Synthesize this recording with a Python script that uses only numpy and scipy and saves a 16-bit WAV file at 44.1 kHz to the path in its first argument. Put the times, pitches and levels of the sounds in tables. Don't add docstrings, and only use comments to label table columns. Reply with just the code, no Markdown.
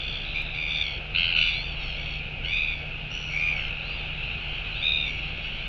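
import sys
import numpy as np
from scipy import signal
from scipy.io import wavfile
from scipy.ndimage import uniform_filter1d, map_coordinates

SR = 44100
rng = np.random.default_rng(int(sys.argv[2]) if len(sys.argv) > 2 else 0)


def wav_out(sig):
    wavfile.write(sys.argv[1], SR, np.round(np.clip(np.atleast_2d(sig).T, -1, 1) * 32767).astype(np.int16))


N = 250488

# f/Hz, relative level/dB
THROAT_RESPONSE = [(1050, -37.5), (1520, -13.5), (2000, -25.5), (2300, 6), (2800, 14.5), (3300, -3.5),
                   (3800, 3), (4050, -17), (4350, -15.5), (4750, -35.5), (5050, -46.5), (5650, -37),
                   (6050, -48), (7000, -53.5)]


def gain_of(db):
    return 10 ** (np.asarray(db) / 20)


def unit_rms(x):
    return x / np.sqrt(np.mean(x ** 2) + 1e-20)


def db_at(curve, hz):
    f_hz, db = np.transpose(curve)
    return np.interp(np.log(hz + 1), np.log(f_hz + 1), db)


def add(mix, start_s, sound):
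    sound = sound[max(-round(start_s * SR), 0):]
    part = mix[max(round(start_s * SR), 0):][:len(sound)]
    part += sound[:len(part)]


def wander(count, rate_hz):
    steps = np.arange(count) * rate_hz / SR
    return unit_rms(map_coordinates(rng.standard_normal(2000), [steps % 1990], order=3))


def strokes(rise_s, fall_s):
    t = np.arange(0, rise_s + fall_s, 1 / SR) - rise_s
    return np.maximum(-t / rise_s, 0), np.maximum(t / fall_s, 0)


def wash(level_db=-35.5):
    # f/Hz, relative density/dB
    spectrum = [(8.8, -56), (15, 2), (48, -4), (102, -4), (144, -8), (275, -19), (797, -19.5),
                (1030, -31.5), (1410, -20.5), (1930, -26.5), (2560, -4), (2840, -12), (7430, -59.5),
                (9660, -98.5), (16300, -120)]
    # t/s, level/dB
    mid_lift = [(0, 2), (1.8, 4), (2.2, 1), (3.199, 2), (3.801, 6), (5.0, 3.5), (5.68, 2.5)]
    frames, hz = N // 512 + 5, np.fft.rfftfreq(2048, 1 / SR)[:, None]
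    frame_s = (np.arange(frames) - 2) * 512 / SR
    real, imag, patches = rng.standard_normal((frames, 1025, 3)).T
    patch_db = unit_rms(uniform_filter1d(uniform_filter1d(patches, 20, 0), 8, 1))
    mid_band = np.exp(-(np.log((hz + 1) / 1050) / 0.66) ** 2)
    mid_db = mid_band * np.interp(frame_s, *np.transpose(mid_lift))
    bins = (real + 1j * imag) * gain_of(db_at(spectrum, hz) + patch_db + mid_db)
    noise = signal.istft(bins, nperseg=2048, noverlap=1536)[1][:N]
    return gain_of(level_db) * unit_rms(noise)


def ship(whine_hz=465.8):
    # f/Hz, level/dB, rms waver/Hz
    engine_tones = [(35.7, -40.5, 4.2), (59.9, -45, 3.8), (149.7, -47.5, 1.944)]
    # harmonic number, level/dB
    whine_partials = [(1, -63), (2, -68), (6, -48)]
    t = np.arange(N) / SR
    out = np.zeros(N)
    for hz, db, waver_hz in engine_tones:
        gain = gain_of(db + 1.5 * wander(N, 4.6))
        out += gain * np.sin(2 * np.pi * np.cumsum(hz + waver_hz * wander(N, 6)) / SR)
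    for k, db in whine_partials:
        out += gain_of(db + wander(N, 5.3)) * np.sin(2 * np.pi * k * whine_hz * t)
    return np.sqrt(2) * out


def hillside(x, wet_db, t60_s):
    grid = np.arange(200, SR // 2, 20)
    delays = grid + rng.integers(0, 20, len(grid))
    taps = np.zeros(SR // 2 + 20)
    taps[delays] = rng.choice([-1., 1.], len(delays)) * gain_of(-60 * delays / SR / t60_s)
    return x + gain_of(wet_db) * signal.fftconvolve(x, taps / np.linalg.norm(taps))[:N]


def syrinx(hz, throb_hz, swing, duty=.78, leak=.12, jitter=.12, rasp=.23):
    n = len(hz)
    throb_phase = (np.cumsum(throb_hz * (1 + .012 * wander(n, 30))) / SR) % 1 / duty
    skew = .65 - 1.576 * swing
    gate = leak + np.sin(np.pi * np.minimum(throb_phase, 1) ** skew) ** 1.116
    gate = uniform_filter1d(gate, size=50)
    slide = uniform_filter1d(-3 * np.exp(-5.5 * throb_phase), size=80)
    slide -= np.average(slide, weights=gate ** 2)
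    sung_hz = hz * (1 + swing * (slide + jitter * wander(n, 400)) + .0049 * wander(n, 149.3))
    gate *= 1 + rasp * (1 + 3 * swing) * wander(n, 500)
    cycles = rng.random() + np.cumsum(sung_hz) / SR
    return sung_hz, cycles, unit_rms(gate) * gain_of(.29 * wander(n, 80))


def far_colony(calls=150):
    # t/s, rms level/dB
    chorus_level = [(0, -41.5), (1.051, -48), (1.9, -39), (2.351, -47.5), (3.0, -47.5), (3.646, -39.5),
                    (4.3, -36.5), (5.68, -38)]
    out = np.zeros(N)
    for i, (offset, length, pitch, nearness, throb) in enumerate(rng.random((calls, 5))):
        arch = np.sin(np.linspace(.3, 2.6, round((.15 + .25 * length) * SR)))
        hz = (900 + 600 * pitch) * (1 + .15 * arch)
        sung_hz, cycles, gate = syrinx(hz, throb_hz=68 + 16 * throb, swing=.07)
        tone = sum(gain_of(.71 * db_at(THROAT_RESPONSE, k * sung_hz)) * np.sin(2 * np.pi * k * cycles)
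                   for k in range(1, 6))
        start_s = (i + offset) * N / SR / calls - .15
        add(out, start_s, gain_of(10 * nearness) * tone * gate * signal.windows.tukey(len(hz), .3))
    out = hillside(out, wet_db=-6.5, t60_s=.18)
    out /= np.sqrt(uniform_filter1d(out ** 2, SR // 3) + 1e-12)
    return out * gain_of(np.interp(np.arange(N) / SR, *np.transpose(chorus_level)))


def chicks(tilt_db_per_khz=-11, fade_db=-4):
    # start/s, rise/s, fall/s, opening f/Hz, top f/Hz, closing f/Hz, level at 4 kHz/dB
    whistles = [ (1.518, .07, .05, 3500, 4200, 4400, -39), (1.63, .04, .08, 4400, 4600, 4380, -47),
                (1.755, .005, .085, 4000, 4000, 3600, -49), (3.81, .06, .09, 3450, 4060, 4020, -50),
                (3.85, .11, .02, 4350, 4710, 4690, -47.5), (3.978, .005, .045, 4400, 4400, 3880, -48),
                (4.72, .11, .01, 3900, 4630, 4630, -50), (4.745, .05, .01, 3400, 3850, 3850, -47),
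                (5.42, .03, .04, 4200, 4700, 4300, -52), (5.57, .09, .03, 3750, 4230, 4230, -55), ]
    out = np.zeros(N)
    for start_s, rise_s, fall_s, open_hz, top_hz, close_hz, level_db in whistles:
        before, after = strokes(rise_s, fall_s)
        hz = top_hz + (open_hz - top_hz) * before ** 1.8 + (close_hz - top_hz) * after ** 1.2
        n = len(hz)
        cycles = np.cumsum(hz * (1 + .007 * wander(n, 200) + .004 * wander(n, 25))) / SR
        db = level_db + tilt_db_per_khz * (hz / 1000 - 4) + fade_db * after + 2.2 * wander(n, 30)
        envelope = gain_of(db) * signal.windows.tukey(n, .15)
        add(out, start_s, np.sqrt(2) * envelope * np.sin(2 * np.pi * cycles))
    return out


def near_gulls(throat_follow=.53, brighten=.032):
    # start/s, rise/s, fall/s, opening f/Hz, top f/Hz, closing f/Hz,
    # levels of harmonics 2-5/dB, closing effort (about 2 dB a unit), throb rate/Hz, swing
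    cries = [ (-0.06, 0.17, 0.2, 1090, 1137, 1110, -50, -35.5, -49, -63, -7, 65, 0.064),
             (0.238, 0.081, 0.26, 1272, 1308, 1294, -39.5, -42.5, -70.5, -86, -4.5, 80, 0.07),
             (0.344, 0.02, 0.059, 1160, 1184, 1223, -30, -42, -58, -66.5, -1.5, 76, 0.016),
             (0.533, 0.095, 0.22, 1140, 1188, 1201, -31, -39.5, -55.5, -68, -8, 76, 0.04),
             (0.679, 0.13, 0.021, 1150, 1172, 1180, -32.5, -29, -50, -58.5, 2, 76, 0.05),
             (0.823, 0.042, 0.12, 1133, 1098, 1085, -42, -36, -43.5, -60, -3, 72, 0.065),
             (1.137, 0.047, 0.21, 1200, 1455, 1428, -25, -37.5, -79, -96, -1, 84.5, 0.12),
             (1.164, 0.032, 0.14, 1020, 1070, 1033, -41.5, -35, -52, -62.5, -1.5, 80, 0.036),
             (1.351, 0.048, 0.2, 1417, 1401, 1315, -19, -38, -50, -87, -10, 82, 0.12),
             (1.376, 0.078, 0.17, 1090, 1175, 1128, -31, -33.5, -49, -62.5, -3, 80, 0.036),
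             (1.612, 0.052, 0.082, 1140, 1183, 1087, -56, -41, -61, -69, -3.5, 74, 0.017),
             (1.789, 0.09, 0.1, 1060, 1075, 1010, -58, -45, -48, -59, -3, 90, 0.049),
             (1.948, 0.073, 0.18, 1080, 1111, 1078, -47, -43, -51, -63.5, -1.5, 64, 0.0502),
             (2.442, 0.12, 0.38, 1027, 1181, 1093, -32, -36, -53.5, -65.5, -11, 78, .022),
             (2.502, 0.11, 0.14, 1170, 1258, 1188, -28, -39.5, -74.5, -85, -1.5, 78, .04),
             (2.435, 0.0045, 0.14, 1400, 1485, 1412, -34, -61, -69, -90.5, -8.5, 82, 0.053),
             (3.101, 0.076, 0.18, 1385, 1446, 1400, -36, -52, -51.5, -86, -6, 81.6, .05),
             (3.295, 0.034, 0.1, 1100, 1112, 1068, -40, -54, -52, -55, -2, 80, 0.066),
             (3.334, 0.15, 0.12, 1115, 1209, 1079, -24.5, -48.5, -56, -63, -6.5, 78.6, 0.026),
             (3.56, 0.0095, 0.12, 1080, 1100, 1043, -42, -60, -58.5, -60, -0.5, 75, 0.017),
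             (3.552, 0.086, 0.083, 1392, 1474, 1394, -34, -59, -67, -84, -1.5, 71, 0.13),
             (3.97, 0.072, 0.06, 1170, 1173, 1210, -56.5, -49, -65.5, -80, -6, 53, 0.021),
             (4.812, 0.066, 0.23, 1135, 1244, 1175, -28.5, -25, -60, -65.5, -6.5, 76, 0.03),
             (5.05, 0.036, 0.18, 1140, 1140, 1080, -36, -56, -61, -59, -7, 74, 0.04),
             (5.36, 0.083, 0.25, 1120, 1102, 1110, -48.5, -48, -71, -68, -6, 64, 0.018), ]
    out = np.zeros(N)
    for start_s, rise_s, fall_s, open_hz, top_hz, close_hz, *mid_db, end_effort, throb_hz, swing in cries:
        before, after = strokes(rise_s, fall_s)
        opening, closing = before ** 2.2, after ** 1.4
        hz = top_hz + (open_hz - top_hz) * opening + (close_hz - top_hz) * closing
        effort = -3 * opening + end_effort * closing
        sung_hz, cycles, gate = syrinx(hz, throb_hz, swing)
        throat_hz = sung_hz * (top_hz / hz) ** throat_follow
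        flatness = np.minimum(sung_hz / hz - 1, 0) ** 2
        first_db = mid_db[0] + 6.5 + db_at(THROAT_RESPONSE, top_hz) - db_at(THROAT_RESPONSE, 2 * top_hz)
        tone = 0
        for k, level_db in enumerate([first_db, *mid_db, mid_db[-1] - 15], 1):
            upper = max(k - 2, 0)
            throat_db = db_at(THROAT_RESPONSE, k * throat_hz) - db_at(THROAT_RESPONSE, k * top_hz)
            flat_db = -600 * upper * flatness
            colour_db = uniform_filter1d(.99 * throat_db + flat_db, size=70)
            swell_db = effort * (2 + brighten * upper)
            flutter_db = 1.2 * wander(len(hz), 299.9)
            gain = gain_of(level_db + colour_db + swell_db + flutter_db)
            tone += gain * np.sin(2 * np.pi * k * cycles)
        add(out, start_s, np.sqrt(2) * tone * gate * signal.windows.tukey(len(hz), .07))
    return out


def scene():
    near = near_gulls() + chicks()
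    near[180:] += gain_of(-18.5) * near[:-180]
    return (hillside(near, wet_db=-11.5, t60_s=.099) + far_colony() + wash() + ship())[None]


def record(dry, band_hz=7585, top_hz=16000, tick_s=.4225, tick_decay_s=.0004):
    out = signal.oaconvolve(dry, signal.firwin(511, band_hz, window=("kaiser", 9), fs=SR)[None], "same")
    add(out[0], tick_s, gain_of(-35) * np.exp(-np.arange(200) / SR / tick_decay_s))
    return signal.oaconvolve(out, signal.firwin(255, top_hz, window=("kaiser", 9), fs=SR)[None], "same")


dry = scene()
out = record(dry)
wav_out(out)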